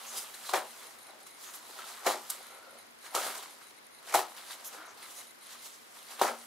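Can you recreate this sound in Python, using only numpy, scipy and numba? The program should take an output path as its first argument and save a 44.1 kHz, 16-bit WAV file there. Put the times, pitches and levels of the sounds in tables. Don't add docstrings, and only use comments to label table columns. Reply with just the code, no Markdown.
import sys
import numpy as np
from scipy import signal
from scipy.fft import rfft, irfft
from scipy.io import wavfile
from scipy.ndimage import uniform_filter1d
from numba import njit

SR = 44100
rng = np.random.default_rng(int(sys.argv[2]) if len(sys.argv) > 2 else 0)


def to_linear_factor(level_db):
    exponent = np.asarray(level_db, float) / 20
    return 10 ** exponent


def dump(signal):
    limited = np.clip(np.atleast_2d(signal).T, -1, 1)
    pcm = np.round(limited * 32767).astype(np.int16)
    wavfile.write(sys.argv[1], SR, pcm)


N = 284886

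BRIGHT_SHARE = (-.51, -.15, .2, .51)


def colour(x, points):
    hz, db = np.transpose(points)
    log_hz = np.log(np.fft.rfftfreq(2048, 1 / SR) + 1)
    log_gain = np.interp(log_hz, np.log(hz), db) * np.log(10) / 20
    ceps = irfft(log_gain)
    ceps[1:1024] *= 2
    ceps[1025:] = 0
    impulse = irfft(np.exp(rfft(ceps)))
    return signal.oaconvolve(x, impulse)[:len(x)]


def band(x, lo_hz, hi_hz):
    return signal.sosfilt(signal.butter(2, (lo_hz, hi_hz), "band", fs=SR, output="sos"), x)


def ring(x, modes):
    return sum(to_linear_factor(db) * signal.lfilter(*signal.iirpeak(hz, hz / width, SR), x) for hz, width, db in modes)


def steep(x, modes):
    return sum(ring(ring(x, [mode]), [(*mode[:2], 0)]) for mode in modes)


def unit(x):
    return x / np.sqrt(np.mean(x ** 2))


def walk(rate):
    hold = int(SR / rate)
    levels = np.repeat(rng.standard_normal(N // hold + 1), hold)
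    return 1.19 * uniform_filter1d(levels, hold)[:N]


def slopes(t, peak_s, rise_db_s, fall_db_s):
    return -rise_db_s * np.maximum(peak_s - t, 0) - fall_db_s * np.maximum(t - peak_s, 0)


def hiss():
    # frequency in Hz, hiss density in dB per Hz.
    hiss_colour = [(22, -24.5), (160, -8), (235, 0), (1000, 1.5), (2000, -0.5), (3000, -6.5), (5000, -7.5),
                   (8000, -18), (12000, -16), (15800, -24)]
    # frequency in Hz, width in Hz, level in dB.
    murmur_modes = [(98, 9.4, -6), (165.6, 9.7, -5), (233, 3.5, 10.5), (303, 12, -1), (380, 22, -5)]
    hiss_db, murmur_db = -61, -75.5
    mid, side = (unit(colour(rng.standard_normal(N), hiss_colour)) for _ in range(2))
    rumble = to_linear_factor(murmur_db) * unit(ring(rng.standard_normal(N), murmur_modes))
    return to_linear_factor(hiss_db) * np.array([mid + 1.48 * side, mid - 1.27 * side]) + rumble


def motor():
    # start in seconds, length in seconds, level in dB.
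    runs = [(0.066, 0.194, -2.5), (0.33, 0.053, -1), (0.45, 0.162, 0), (0.666, 0.057, 2),
            (0.83, 0.064, 0.5), (0.983, 0.127, -0.5), (1.23, 0.15, -1), (1.544, 0.045, 1.5),
            (1.64, 0.07, -1), (1.858, 0.041, 2), (2.39, 0.197, 0), (2.688, 0.055, -4), (2.775, 0.05, 0),
            (3.009, 0.093, -1), (3.106, 0.11, 2.5), (3.502, 0.038, 1.5), (3.623, 0.077, -1.5),
            (3.764, 0.024, 0), (3.839, 0.031, -3), (3.912, 0.09, -2), (4.292, 0.13, -3), (4.473, 0.078, 3),
            (4.852, 0.018, 1), (5.022, 0.038, 4), (5.162, 0.053, 7), (5.269, 0.047, 2), (5.41, 0.062, 1.5),
            (5.59, 0.095, 0), (5.978, 0.17, -3), (6.383, 0.037, 0.5)]
    # frequency in Hz, width in Hz, level in dB.
    body_modes = [(2120, 230, -1.5), (3990, 400, -1.5), (9610, 620, 1.1), (11500, 550, -5), (6600, 410, -8)]
    motor_db, step_hz, tick_db = -61.5, 71.6, 7
    frame_s, first_tick_s = .04, .03
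    t = np.arange(N) / SR
    running = sum(to_linear_factor(db) * ((t > s) & (t < s + length)) for s, length, db in runs)
    steps = 1 + 0.14 * np.cos(2 * np.pi * step_hz * (t - first_tick_s))
    ticks = to_linear_factor(tick_db) * np.exp(-((t - first_tick_s + 0.003) % frame_s) / .003)
    tick_strength = .75 + .4 * uniform_filter1d(running, size=2600)
    drive = uniform_filter1d(running, size=90) * steps + ticks * tick_strength
    shake, other = (unit(steep(drive * rng.standard_normal(N), body_modes)) for _ in range(2))
    return to_linear_factor(motor_db) * np.array([shake + .5 * other, shake - .5 * other])


@njit
def walls(x, lags, gain, damp):
    line, soft, out = np.zeros((8, 4096)), np.zeros(8), np.zeros((2, len(x)))
    for i in range(len(x)):
        total = 0.
        for k in range(8):
            soft[k] += (1 - damp) * (gain[k] * line[k, (i - lags[k]) & 4095] - soft[k])
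            total += soft[k]
            out[k % 2, i] += soft[k]
        for k in range(8):
            line[k, i & 4095] = x[i] + soft[k] - total / 4
    return out


def tiles(x):
    t60_s, damp, room_db = 0.27, .2, -14.5
    lags = np.array([331, 457, 563, 677, 811, 953, 1093, 1259])
    gain = to_linear_factor(-60 * lags / SR / t60_s)
    return to_linear_factor(room_db) * walls(x + 1e-18, lags, gain, damp)


def rubs():
    # start in seconds, length in seconds, resonance in Hz, width in Hz, level in dB.
    rub_rows = [(0.051, 0.073, 6600, 900, -53.5), (0.139, 0.076, 4880, 148.1, -50),
                (0.163, 0.034, 9600, 6480, -44.5), (0.339, 0.012, 4050, 320, -50),
                (.44, .09, 4120, 500, -53), (0.768, 0.041, 3450, 55.56, -64), (1.41, 0.13, 6600, 830, -59),
                (1.541, .03, 11100, 8000, -52), (1.758, 0.11, 1346, 220, -55),
                (2.297, 0.015, 9300, 9100, -33), (2.376, 0.46, 1377, 200, -62),
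                (2.398, 0.47, 550, 220, -65), (4.643, .05, 6500, 1300, -54),
                (4.639, 0.06, 11900, 3200, -49), (4.72, .22, 1390, 320, -57), (4.745, 0.11, 301, 40, -67),
                (3.16, 0.2, 238, 80, -66), (6.213, 0.12, 233, 30, -58), (3.144, 0.056, 1290, 260, -41),
                (4.834, 0.11, 6200, 2200, -63), (5.14, 0.086, 6600, 900, -59)]
    out = np.zeros(N)
    for s, length, hz, width, db in rub_rows:
        count = int(length * SR)
        grit = rng.standard_normal(SR // 2)[:count] * signal.windows.tukey(count, .7)
        out[int(s * SR):][:count] += to_linear_factor(db) * unit(steep(grit, [(hz, width, 0)]))
    return out * to_linear_factor(1.6 * walk(70))


def rustle_power(t, layer):
    # time in seconds, effort in dB, brightness in dB.
    handling = [(0, -53, 3), (.1, -56, 14), (.29, -59, 7), (.7, -62, 11), (1.08, -65, 1), (1.33, -68, 3),
                (1.62, -63, 8), (2.02, -58, 8), (2.37, -57, 3), (2.65, -64, -2.1), (3.0, -73, 12),
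                (3.5, -62, 8), (3.75, -72, 9), (4.0, -71, 3), (4.45, -59, 5), (4.92, -65, -5),
                (5.37, -72, 11), (6.46, -62, 13)]
    # loudest moment in seconds, level in dB,
    # seconds to fade 10 dB, brightness in dB, body in dB.
    swishes = [(.18, -46, .07, 10, -3), (.47, -53, .07, 9, 1.5), (.83, -56, .15, 3, -1.5),
               (1.44, -56, .05, 13, .1), (1.49, -58, .05, 11, 1.5), (1.7, -57, .08, 1.1, -1.5),
               (1.8, -54, .06, 5, 1.5), (1.89, -54.5, .1, 7, 1.1), (2.78, -63, .05, -5, 1.5),
               (3.065, -53, .035, 3, 1.1), (3.27, -44, .07, 3, 1.5), (3.37, -50, .07, 6, .1),
               (4.1, -49, .042, 6, .6), (4.3, -60, .05, 12, -2.1), (4.518, -53, .04, 14, 5),
               (4.83, -62, .11, -10, 4), (5.04, -57, .07, 8, 3), (5.11, -59, .05, 13, -1.1),
               (5.19, -54, .06, 12, -2.1), (5.53, -57, .08, 13, 3.5), (5.66, -53.5, .04, 13, -1.5),
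               (5.74, -62, .04, 14, -1.5), (5.97, -60, .04, 8, 2.1), (6.12, -52.5, .045, 5, 2.1)]
    # peak in seconds, level in dB, seconds to fade 10 dB,
    # brightness in dB, body in dB.
    creases = [(.345, -54, .03, 11, -2.1), (.494, -46, .035, 5, 3), (1.09, -61, .09, -13, -4),
               (1.205, -63, .02, 14, .1), (1.268, -57, .03, 12, -2.1), (1.54, -54, .04, 14, 2.1),
               (2.05, -47, .02, -3, .1), (2.302, -49, .045, 14, -3), (3.352, -49, .008, 9, .1),
               (3.379, -49, .008, 12, -2.1), (3.428, -51, .03, 4, 1.1), (3.614, -61, .04, 1.1, .1),
               (3.703, -61, .02, 3, 1.1), (4.125, -46, .012, 8, 1.1), (4.368, -56, .06, 7, 5),
               (4.6, -61, .04, 12, 3), (4.65, -58, .05, 26, -3), (4.732, -51, .05, 2.1, .1),
               (4.976, -57, .015, 1.1, .1), (6.196, -47, .03, -1.1, 3)]
    layer_db = (.1, 2.5, -.6, .1)[layer]
    body_share = (0, 1, 1, 0)[layer]
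    share = BRIGHT_SHARE[layer]
    s, db, bright_db = np.transpose(handling)
    levels = [np.interp(t, s, db + share * bright_db)]
    for rows, rise in (swishes, 1), (creases, .2):
        for s, db, fade, bright_db, body_db in rows:
            peak_db = db + share * bright_db + body_share * body_db
            levels.append(peak_db + slopes(t, s, 10 / fade / rise, 10 / fade))
    return to_linear_factor(2 * (np.array(levels) + layer_db)).sum(0)


def rip_power(t, layer):
    # snap in seconds, jerk in dB, tear length in seconds, tear in dB, brightness in dB.
    rips = [
        (0.536, -35, .035, -35.5, -8),
        (2.065, -30, .055, -36, -3),
        (3.15, -33.5, .12, -39.5, 1),
        (4.143, -29, .05, -35, -.6),
        (6.216, -31, .073, -36, -7),
    ]
    layer_db = (.6, .6, -3.5, .1)[layer]
    jerk_fall_db_s, tear_sag_db_s = 400, 45
    tear_fall_db_s = (220, 290, 270, 260)[layer]
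    strain_db, strain_rise_db_s, snap_s = -15, 400, .005
    levels = []
    for s, jerk_db, length, tear_db, bright_db in rips:
        strain = jerk_db + strain_db + slopes(t, s, strain_rise_db_s, 20 / snap_s)
        snap = slopes(t, s, 20 / snap_s, 0) + BRIGHT_SHARE[layer] * bright_db
        sag = slopes(t, s, 0, tear_sag_db_s)
        tear = tear_db + sag + slopes(t, s + length, 0, tear_fall_db_s)
        jerk = jerk_db + slopes(t, s, 0, jerk_fall_db_s)
        levels += [strain, snap + tear, snap + jerk]
    return to_linear_factor(2 * (np.array(levels) + layer_db)).sum(0)


def grains(rate, spread_db):
    size_db = spread_db * np.minimum(rng.exponential(size=N), 4)
    return (rng.random(N) < rate / SR) * rng.standard_normal(N) * to_linear_factor(size_db)


def paper():
    # frequency in Hz, density in dB per Hz.
    sheet = [(120, -40.5), (220, -28), (380, -13.5), (560, -9), (760, -3), (1000, -3), (1350, -5.5),
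             (1750, -9.3), (2400, -7.5), (4800, -7.5), (6600, -11.5), (11400, -13.5), (15800, -17.5)]
    layer_edges_hz = (220, 900, 2400, 5200, 15500)
    grains_per_s = (1200, 2000, 6000, 10000)
    grain_spread_db, patchy_db = (2.1, 2.34, 1.8, 1.4), (1.3, 1.67, 1.7, 1.1)
    ms = np.arange(0, N / SR, .001)
    out = np.zeros((2, N))
    for k in range(4):
        effort_db = 10 * np.log10(rustle_power(ms, k) + rip_power(ms, k))
        gain = to_linear_factor(np.interp(np.arange(N) / SR, ms, effort_db) - 1.0)
        edges_hz = np.geomspace(*layer_edges_hz[k:k + 2], 4)
        patches = [to_linear_factor(patchy_db[k] * walk(30)) for _ in range(3)]
        for port in range(2):
            fibres = colour(grains(grains_per_s[k], grain_spread_db[k]), sheet)
            parts = [patch * band(fibres, lo, hi) for patch, lo, hi in zip(patches, edges_hz, edges_hz[1:])]
            out[port] += gain * unit(parts[0] - parts[1] + parts[2])
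    return out


def pops():
    # time in seconds, peak in dB, pop pitch in Hz, crack against pop in dB, swings.
    perforations = [(0.493, -28.5, 1070, -15, 0.97), (0.535, -19.5, 1260, -5, 0.65),
                    (0.543, -18, 930, -13, 0.6), (0.559, -19, 834, -9, 0.7), (2.059, -25, 1130, -6, 0.8),
                    (2.064, -20, 692, -17, 0.94), (2.068, -25, 650, -4.5, 1.01),
                    (2.075, -27, 506, 2.1, 0.77), (2.096, -31, 770, -3, 0.29),
                    (2.108, -23, 1080, -11, 0.91), (3.144, -30, 1110, -15, 0.88),
                    (3.149, -26.5, 664, 6, 0.49), (3.164, -29, 1240, -13, 0.8), (3.264, -30, 770, -8, 0.51),
                    (3.425, -38, 1190, -0.6, 0.8), (4.14, -18, 1250, -14, 0.96),
                    (4.146, -13, 820, -9, 1.01), (4.152, -17.5, 710, 1.5, 0.69),
                    (4.158, -14, 770, -21, 1.01), (4.19, -19, 1050, -14, 0.55),
                    (6.194, -33, 1000, -12, 0.8), (6.213, -11, 910, -15, 0.7),
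                    (6.218, -16, 670, -15.5, 0.37)]
    out, t = np.zeros(N + 900), np.arange(900) / SR
    crack = unit(band(rng.standard_normal(N + 900), 2500, 14000))
    for s, db, hz, crack_db, swings in perforations:
        at = int((s + .001) * SR) + np.arange(len(t))
        age = t * hz / swings
        swing = np.sin(2 * np.pi * hz * t) * age * np.exp(1 - age)
        spit = to_linear_factor(crack_db - 11.5) * crack[at] * (t / .0015) * np.exp(1 - t / .0015)
        out[at] += to_linear_factor(db) * (swing + spit)
    return out[:N]


def scene():
    # frequency in Hz, side against mid in dB.
    spread = [(150, -9), (400, -9), (1000, -9.5), (3000, -9.5), (8000, -2.5), (14000, 0.5)]
    # frequency in Hz, left minus right in dB.
    lean = [(150, 1), (700, 2.5), (2000, 1.6), (5000, -.9), (12000, -1.3)]
    # frequency in Hz, width in Hz, level in dB.
    room_modes = [(163.4, 3.9, -5), (233, 2.6, 10.5), (309, 4.7, 6), (375, 9, 1), (505.5, 8.3, -4.5)]
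    mic_low_hz, room_width = 215, .6
    mid, other = paper()
    low_cut = signal.butter(4, mic_low_hz, "high", fs=SR, output="sos")
    mid = signal.sosfilt(low_cut, mid + pops() + rubs())
    near, far = tiles(mid)
    side = colour(other, spread) + room_width * colour(far, spread)
    mid = mid + near + ring(mid, room_modes)
    left = colour(mid + side, [(hz, db / 2) for hz, db in lean])
    right = colour(mid - side, [(hz, -db / 2) for hz, db in lean])
    return np.array([left, right]) + motor() + hiss()


def roll_off(x):
    return signal.sosfilt(signal.butter(12, 16010, fs=SR, output="sos"), x)


def record(dry):
    top_cut = signal.ellip(16, .3, 90, 15740, fs=SR, output="sos")
    return roll_off(signal.sosfilt(top_cut, dry))


dry = scene()
out = record(dry)
dump(out)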